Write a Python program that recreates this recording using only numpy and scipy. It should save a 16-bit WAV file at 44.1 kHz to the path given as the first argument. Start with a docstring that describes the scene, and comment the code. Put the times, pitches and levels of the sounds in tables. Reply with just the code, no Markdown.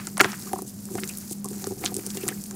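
"""Chalk crumbled over a bowl

Hands crumble lumps of chalk over a bowl, heard up close in a quiet room with a low hum.
Ticks and cracks are noise puffs through resonances; slides, hiss and crumble are granular noise.
Falling bits ring the bowl, a sum of decaying modes; filtered noise and a sine make the room.
"""
import sys
import numpy as np
from scipy import signal
from scipy.fft import rfft, irfft
from scipy.io import wavfile
from scipy.ndimage import uniform_filter1d

SR = 44100
rng = np.random.default_rng(int(sys.argv[2]) if len(sys.argv) > 2 else 0)


def wrap_up_sound(samples):
    """Save the sound to the file named by the first command line argument, as 16-bit audio."""
    columns = np.atleast_2d(samples).T
    # keep every value between -1 and 1, then stretch to whole-number steps
    tamed = np.clip(columns, -1, 1)
    steps = np.round(tamed * 32767).astype(np.int16)
    wavfile.write(sys.argv[1], SR, steps)


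def invert_db(level):
    """Linear amplitude ratio for a level in decibels (20 dB per decade), elementwise."""
    return 10 ** (np.asarray(level, dtype=float) / 20)


N = 112455  # length [samples]


def evened(x):
    """Power normalization: scales a signal to rms 1."""
    return x / np.sqrt(np.mean(x ** 2) + 1e-20)


def colour(x, points):
    """Linear filtering: weights the spectrum by (frequency [Hz], gain [dB]) over log frequency."""
    f, db = np.transpose(points)
    hz = np.fft.rfftfreq(N, 1 / SR)
    gain_db = np.interp(np.log(hz + 1), np.log(f + 1), db)
    return irfft(rfft(x) * invert_db(gain_db), N)


def add(mix, s, sound):
    """Superposition: adds a sound to the mix at a time in seconds."""
    part = mix[round(s * SR):][:len(sound)]
    part += sound[:len(part)]


def band(x, hz, q):
    """Resonance: a second-order peak passes energy around one frequency."""
    return signal.lfilter(*signal.iirpeak(min(hz, SR / 2.5), max(q, .3), SR), x)


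def snap(noise, db, hz, q, t60, air_db):
    """Impulsive excitation: a spike and a noise puff drive a broad body, its ring and a sharp edge."""
    rise_s, spike, edge_hz = .001, 1.6, 10100
    tail_db, tail_t60_s, ring_db = -18, 0.028, -15
    t = np.arange(len(noise)) / SR
    rise = np.minimum(t / rise_s, 1) ** 2
    decay = invert_db(-60 * t / max(t60 / 2, .001)) + invert_db(tail_db - 60 * t / tail_t60_s)
    drive = noise * rise * decay
    drive[round(rise_s * SR)] += spike * np.sign(noise[0])
    edge = signal.sosfilt(signal.butter(2, edge_hz, "high", fs=SR, output="sos"), drive)
    body = band(band(drive, hz, q), hz, q)
    ring_q = hz * t60 * np.pi / np.log(1000)  # the Q of a resonance with this decay time
    rings = band(body, hz, ring_q)
    body, rings, edge = (v / abs(v).max() for v in (body, rings, edge))
    return invert_db(db) * (body + invert_db(ring_db) * rings + invert_db(air_db) * edge)


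# crumbs snapping: (time [s], body peak level [dB], centre frequency [Hz], edge level re body [dB])
CRUMB_TICKS = [(0.0697, -12.5, 7140, -32), (0.1702, -18.5, 5100, -15), (0.178, -12, 9000, -22),
               (0.196, -11, 5670, -20), (0.201, -48, 4380, -11), (0.2057, -6, 4020, 8),
               (0.2111, 1.5, 6980, -33), (0.244, -23, 5500, -16), (0.3182, -20.5, 5170, -30),
               (0.33, -28, 5960, -18), (0.3945, -22.5, 11100, -14), (0.4227, -25, 5550, -22),
               (0.5312, -13.5, 10500, -4), (0.62, -16.5, 10300, -26), (0.8538, -21.5, 8100, -25),
               (0.9398, -24, 8300, -8), (0.9534, -17.5, 8300, -26), (0.9726, -22, 7930, -24),
               (0.9778, -24, 8000, -26), (1.0345, -23, 4960, -25), (1.0408, -19.5, 7600, -20),
               (1.0755, -18, 7050, -23), (1.1717, -15, 11100, -13), (1.184, -15.5, 10900, -17),
               (1.4437, -14, 9800, -12), (1.456, -19, 8000, -25), (1.486, -19.5, 8600, -35),
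               (1.5095, -23, 9870, -27), (1.58, -25.5, 7760, -21), (1.6412, -16.5, 5870, -27),
               (1.6697, -15, 8730, -35), (1.8462, -13.5, 9000, -18), (1.855, -7.5, 6730, -26),
               (1.8594, -11, 6240, -20), (1.8687, -23, 5200, -15), (1.942, -12.5, 8500, -27),
               (1.9506, -17, 8500, -6), (1.9654, -8, 8200, -33), (2.064, -12.5, 9000, 2),
               (2.071, -21, 8200, -22), (2.103, -19.5, 5800, -26), (2.171, -14, 6700, -18),
               (2.2795, -5.5, 7400, -15), (2.2858, -6, 8850, -10), (2.4384, -18.5, 8700, -31),
               (2.4616, -25.5, 9150, -6), (2.5094, -19.5, 7100, -39)]


def ticks():
    """Broadband transients: small crumbs snap as short, high, heavily damped puffs."""
    out = np.zeros(N)
    noises = rng.standard_normal((len(CRUMB_TICKS), 2048))
    for (s, db, hz, edge_db), noise in zip(CRUMB_TICKS, noises):
        add(out, s, snap(noise, db, hz, q=1.2, t60=.005, air_db=edge_db))
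    return out


# lumps cracking: (time [s], body peak level [dB], centre frequency [Hz], ring t60 [s])
LUMP_CRACKS = [(0.0704, -31.5, 1335, 0.055), (0.17, -24.5, 1140, 0.04), (0.179, -24, 1060, 0.034),
               (0.1934, -21, 1520, 0.042), (0.2002, -4, 1720, 0.015), (0.2039, -6.5, 1330, 0.012),
               (0.205, -2.5, 1900, 0.033), (0.2104, 1.5, 1364, 0.014), (0.2158, -30, 1500, 0.0046),
               (0.2438, -8.5, 1840, 0.012), (0.2474, -19, 1080, 0.022), (0.3182, -40.5, 1810, 0.029),
               (0.3302, -24, 1250, 0.024), (0.3407, -27.5, 1720, 0.017), (0.5313, -28, 1720, 0.011),
               (0.8869, -38.5, 1007, 0.011), (0.9522, -34, 1520, 0.009), (0.9835, -32, 1310, 0.012),
               (1.0344, -18, 2060, 0.0051), (1.6402, -31.5, 1220, 0.022), (1.6671, -31, 1290, 0.015),
               (1.8385, -24, 2400, 0.015), (1.8598, -9, 3450, 0.0021), (1.8758, -27, 3800, 0.012),
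               (1.9933, -33.5, 2190, 0.029), (2.171, -30, 2784, 0.11), (2.2326, -30, 2630, 0.021),
               (2.2804, -28, 1200, 0.022), (2.2864, -22, 1820, 0.037), (2.5106, -36.5, 1120, 0.014)]


def cracks():
    """Brittle fracture: lumps break between the fingers as lower puffs, each with its own decay."""
    out = np.zeros(N)
    noises = rng.standard_normal((len(LUMP_CRACKS), 2048))
    for (s, db, hz, t60), noise in zip(LUMP_CRACKS, noises):
        add(out, s, snap(noise, db, hz, q=1.13, t60=t60, air_db=-22))
    return out


def grains(per_s, spread_db, share, t60):
    """Shot noise: sparse clicks of uneven size, smeared into puffs and mixed with smooth noise."""
    spread = spread_db * np.minimum(rng.exponential(1, N), 5)
    size = invert_db(spread) * (rng.random(N) < per_s / SR)
    puffs = np.sqrt(signal.lfilter([1], [1, -invert_db(-120 / (t60 * SR))], size ** 2))  # smears power
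    share = np.clip(share, 0, 1)
    grainy = evened(puffs * rng.standard_normal(N))
    smooth = rng.standard_normal(N)
    return np.sqrt(share) * grainy + np.sqrt(1 - share) * smooth


def grit(points, edges_hz, *grain):
    """Independent grain trains: large and small grains fall apart in time but flutter together."""
    flutter_db, flutter_s = 1.6, .01
    hz, total = np.fft.rfftfreq(N, 1 / SR), 0
    for lo, hi in zip(edges_hz, edges_hz[1:]):
        train = rfft(grains(*grain))
        total = total + train / (1 + (lo / (hz + 1)) ** 6) / (1 + (hz / hi) ** 6)
    span = round(flutter_s * SR)
    flutter = evened(uniform_filter1d(uniform_filter1d(rng.standard_normal(N), span), span))
    return evened(invert_db(flutter_db * flutter) * colour(irfft(total, N), points))


# crumble spectrum: (frequency [Hz], relative level [dB])
CRUMBLE_SPECTRUM = [(500, -25), (800, -6), (1200, 0), (1800, -2), (2500, -6), (3500, -12), (5000, -19),
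                    (9000, -36)]


def crumbs():
    """Granular noise: crumbs break off and tumble, at rms 1."""
    per_s, spread_db, share, t60_s = 420, 2.8, .55, .006
    return grit(CRUMBLE_SPECTRUM, [300, 1100, 2000, 3500, 12000], per_s, spread_db, share, t60_s)


# bits of the broken lump rattling down: (time [s], level [dB])
DEBRIS_LEVEL = [(.2, -60), (0.213, -57), (0.239, -27.5), (.262, -34), (0.269, -37.5), (.31, -41.5),
                (.35, -49), (.37, -66), (0.497, -50.5), (.52, -93)]


def debris():
    """Amplitude modulation: bits of the broken lump tumble over each other, rising and dying away."""
    s, db = np.transpose(DEBRIS_LEVEL)
    level_db = np.interp(np.arange(N) / SR, s, db, -120, -120)
    return invert_db(level_db) * crumbs()


# fingers sliding on powder; the last three rows are lower, broad rattles of bits around the bigger crushes:
# (start [s], length [s], rms level before fades [dB], centre frequency [Hz])
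BROAD_RUBS = [(.215, 0.053, -36, 7300), (.42, 0.091, -45, 7400), (.654, 0.06, -42, 8200),
              (.9, .04, -41.5, 9500), (.99, 0.023, -38.5, 9000), (1.086, 0.013, -31, 8200),
              (1.295, 0.047, -34, 8700), (1.80, .02, -41, 9150), (1.978, 0.025, -37.5, 8500),
              (2.09, .03, -39.5, 7500), (.975, 0.025, -38.5, 1800), (1.832, 0.066, -40, 4400),
              (2.276, 0.054, -46, 2020)]
# hard crumbs skidding: (start [s], length [s], rms level before fades [dB], own pitch [Hz])
CRUMB_SKIDS = [(.462, 0.062, -49, 1150), (.558, 0.01, -37, 1020), (.588, 0.0077, -35, 1050),
               (1.088, 0.038, -44.5, 2620), (1.443, 0.045, -44, 1047), (2.207, 0.03, -45.5, 2490),
               (2.32, 0.014, -40.5, 1700)]


def slides():
    """Friction noise: granular scrape through a broad (rub) or narrower (skid) resonance."""
    out = np.zeros(N)
    scrape = grains(per_s=1100, spread_db=3.4, share=.7, t60=.002)
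    # a power below 1 makes skids peak early and die away
    for table, q, power in ((BROAD_RUBS, 1.2, 1), (CRUMB_SKIDS, 5.5, .5)):
        for s, length, db, hz in table:
            part = scrape[round(s * SR):][:round(length * SR)]
            fade = np.sin(np.pi * np.linspace(0, 1, len(part)) ** power)
            add(out, s, invert_db(db) * evened(band(band(part, hz, q), hz, q)) * fade)
    return out


# powder hiss spectrum: (frequency [Hz], relative level [dB])
HISS_SPECTRUM = [(2000, -15.5), (3500, -15), (4500, -4), (5500, 0), (7000, 3), (9000, 2), (12000, 0.5),
                 (15500, -1.5), (17000, -37)]


def powder():
    """Granular noise: many fine grains of powder hiss through the hand, at rms 1."""
    per_s, spread_db, share, t60_s = 900, 3.6, .6, .003
    return grit(HISS_SPECTRUM, [1500, 6000, 9000, 12500, 20000], per_s, spread_db, share, t60_s)


# the hand's work: (time [s], powder hiss level [dB], crumble level [dB], trickle on the bowl level [dB])
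HAND_WORK = [(0.0, -45, -44, -51.5), (0.16, -47, -67.5, -51), (0.29, -41.5, -44.5, -40.5),
             (0.38, -42.5, -50, -65), (0.46, -42, -61, -46), (0.59, -46, -55.5, -57),
             (0.7, -48.5, -97, -100), (0.911, -45.5, -65, -43), (1.06, -41, -53, -45.5),
             (1.13, -43.5, -57, -55), (1.28, -43.5, -61, -67), (1.43, -50.5, -92, -59),
             (1.53, -41.5, -57.5, -45.5), (1.68, -42.5, -52, -48.5), (1.77, -47, -72, -45),
             (1.858, -39.5, -38.5, -38), (1.94, -45, -58.5, -40), (2.06, -41.5, -53.5, -47),
             (2.16, -41, -52.5, -51.5), (2.29, -41.5, -51, -37), (2.45, -45.5, -68, -59),
             (2.55, -46.5, -60, -40.5)]


def work(column):
    """Envelope control: gain over time from one column of the hand's work."""
    rows = np.array(HAND_WORK)
    return invert_db(np.interp(np.arange(N) / SR, rows[:, 0], rows[:, column]))


def chalk():
    """Superposition: ticks, cracks and slides at their moments, over hiss and crumble."""
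    steady = work(column=1) * powder() + work(column=2) * crumbs()
    return ticks() + cracks() + slides() + steady


def ring(modes, luck, t):
    """Modal synthesis: softly starting, decaying sines; luck shifts each mode's level and pitch."""
    rise_s, spread_db, detune = 0.0019, 2.2, .03  # detune is a fraction of the frequency
    total = 0
    for (hz, db, t60), z in zip(modes, luck):
        decay = invert_db(db + spread_db * z - 60 * t / t60)
        total = total + decay * np.sin(2 * np.pi * hz * (1 + detune * z) * t)
    return (1 - np.exp(-t / rise_s)) * total


# bits landing in the bowl: (time [s], level [dB], upper modes' level re lower, a hardness [dB])
BOWL_KNOCKS = [(0.072, -30, -6), (0.2, -22.5, 13), (0.209, -9, -31), (0.216, -16.5, -0.5),
               (0.244, -17, -17), (0.253, -14, -1.5), (0.514, -35, 3), (0.533, -15, 2.5), (0.559, -28, 4),
               (0.576, -36, 6), (0.589, -27.5, 0), (0.62, -23, -7.5), (0.648, -33.5, -6), (0.879, -39, -20),
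               (0.912, -26, -11), (0.944, -22.5, -26), (0.953, -16.5, -5), (0.98, -23, 3),
               (1.033, -29, -13), (1.311, -24.5, -11), (1.446, -31.5, -6), (1.456, -27, -4),
               (1.512, -23.5, -12), (1.642, -31, 3), (1.671, -19.5, -18), (1.709, -23, -6.5),
               (1.72, -22.5, -8), (1.839, -23, 4.5), (1.845, -20, -3), (1.92, -23, -4), (1.968, -25, -27),
               (1.987, -23, -36), (2.07, -26.5, -30), (2.153, -28.5, -29), (2.171, -21.5, -8),
               (2.236, -22, -23), (2.25, -38, -8), (2.265, -18, -5.5), (2.287, -25, -3)]
# lower and upper bowl modes: (nominal frequency [Hz], nominal level [dB], t60 [s])
LOW_MODES = [(124, -8, 0.04), (316.2, -3, 0.033), (371.7, -2, 0.052), (452.5, -10, 0.031)]
HIGH_MODES = [(600, -1, .018), (735, 1, .028), (880, -7, .018), (1120, -10, .016)]


def bowl():
    """Modal excitation: knocks of larger bits and a trickle of crumbs ring the same modes."""
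    out, t = np.zeros(N), np.arange(6000) / SR
    # each blow lands elsewhere and weights the modes anew
    for (s, db, hard_db), z in zip(BOWL_KNOCKS, rng.standard_normal((len(BOWL_KNOCKS), 8))):
        knock = ring(LOW_MODES, z, t) + invert_db(hard_db) * ring(HIGH_MODES, z[4:], t)
        add(out, s, invert_db(db) * knock)
    out = signal.sosfilt(signal.butter(2, 85, "high", fs=SR, output="sos"), out)
    still = np.zeros(4)
    tap = ring(LOW_MODES, still, t) + invert_db(-7.5) * ring(HIGH_MODES, still, t)
    falling = grains(per_s=320, spread_db=4.0, share=0.6, t60=0.0017)
    trickle = evened(signal.oaconvolve(falling, tap)[:N])
    return out + work(column=3) * trickle


# room rumble spectrum: (frequency [Hz], relative level [dB])
ROOM_SPECTRUM = [(20, 11.5), (60, -14), (100, -1), (160, 0.5), (260, -9), (400, -15), (600, -95),
                 (1500, -39.5), (16000, -63)]


def room():
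    """Stationary background: coloured noise, plus a sine hum with a narrow noise band around it."""
    hum_hz, fuzz_width_hz = 201.4, 13
    hum_db, fuzz_db, rumble_db = -40.5, -42, -40.5  # rms levels
    t = np.arange(N) / SR
    tone = np.sqrt(2) * np.sin(2 * np.pi * (hum_hz * t + rng.random()))
    fuzz = evened(band(rng.standard_normal(N), hum_hz, hum_hz / fuzz_width_hz))
    rumble = evened(colour(rng.standard_normal(N), ROOM_SPECTRUM))
    return invert_db(hum_db) * tone + invert_db(fuzz_db) * fuzz + invert_db(rumble_db) * rumble


# left-right difference spectrum: (frequency [Hz], relative level [dB])
SIDE_SPECTRUM = [(24, -18), (40, -45), (109, -6.5), (231, -40), (382, -10), (1150, -30), (1520, -26.5),
                 (1760, -39.5), (9220, -16), (16000, -18.5)]


def side_noise():
    """Decorrelation: faint noise, in patches of time and frequency, for opposite signs left and right."""
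    patch_share, level_db = .42, -57.5
    noise = colour(rng.standard_normal(N), SIDE_SPECTRUM)
    z = signal.stft(noise, SR, nperseg=1024)[2]
    field = uniform_filter1d(rng.standard_normal(z.shape), size=90, axis=0)
    field = uniform_filter1d(field, size=3, axis=1)
    z = z * (field > np.quantile(field, 1 - patch_share))
    return invert_db(level_db) * evened(signal.istft(z, SR, nperseg=1024)[1][:N])


def scene():
    """Phantom centre: identical channels place all sources in the middle."""
    mid = chalk() + debris() + bowl() + room()
    return np.array([mid, mid])


def band_limit(x):
    """A steep low-pass at the top of the band."""
    return signal.sosfilt(signal.butter(12, 16860, fs=SR, output="sos"), x)


def record(dry):
    """Band limiting and saturation: side noise, low cut, steep treble limit and soft overload."""
    low_cut_hz, treble_limit_hz, ceiling = 65, 15850, .9
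    side = side_noise()
    low_cut = signal.butter(2, low_cut_hz, "high", fs=SR, output="sos")
    cut = signal.sosfilt(low_cut, dry + [side, -side])
    treble_limit = signal.firwin(511, treble_limit_hz, window=("kaiser", 5), fs=SR)
    cut = signal.oaconvolve(cut, treble_limit[None], "same")
    mix = ceiling * np.tanh(cut / ceiling)
    return band_limit(mix)


dry = scene()
out = record(dry)
wrap_up_sound(out)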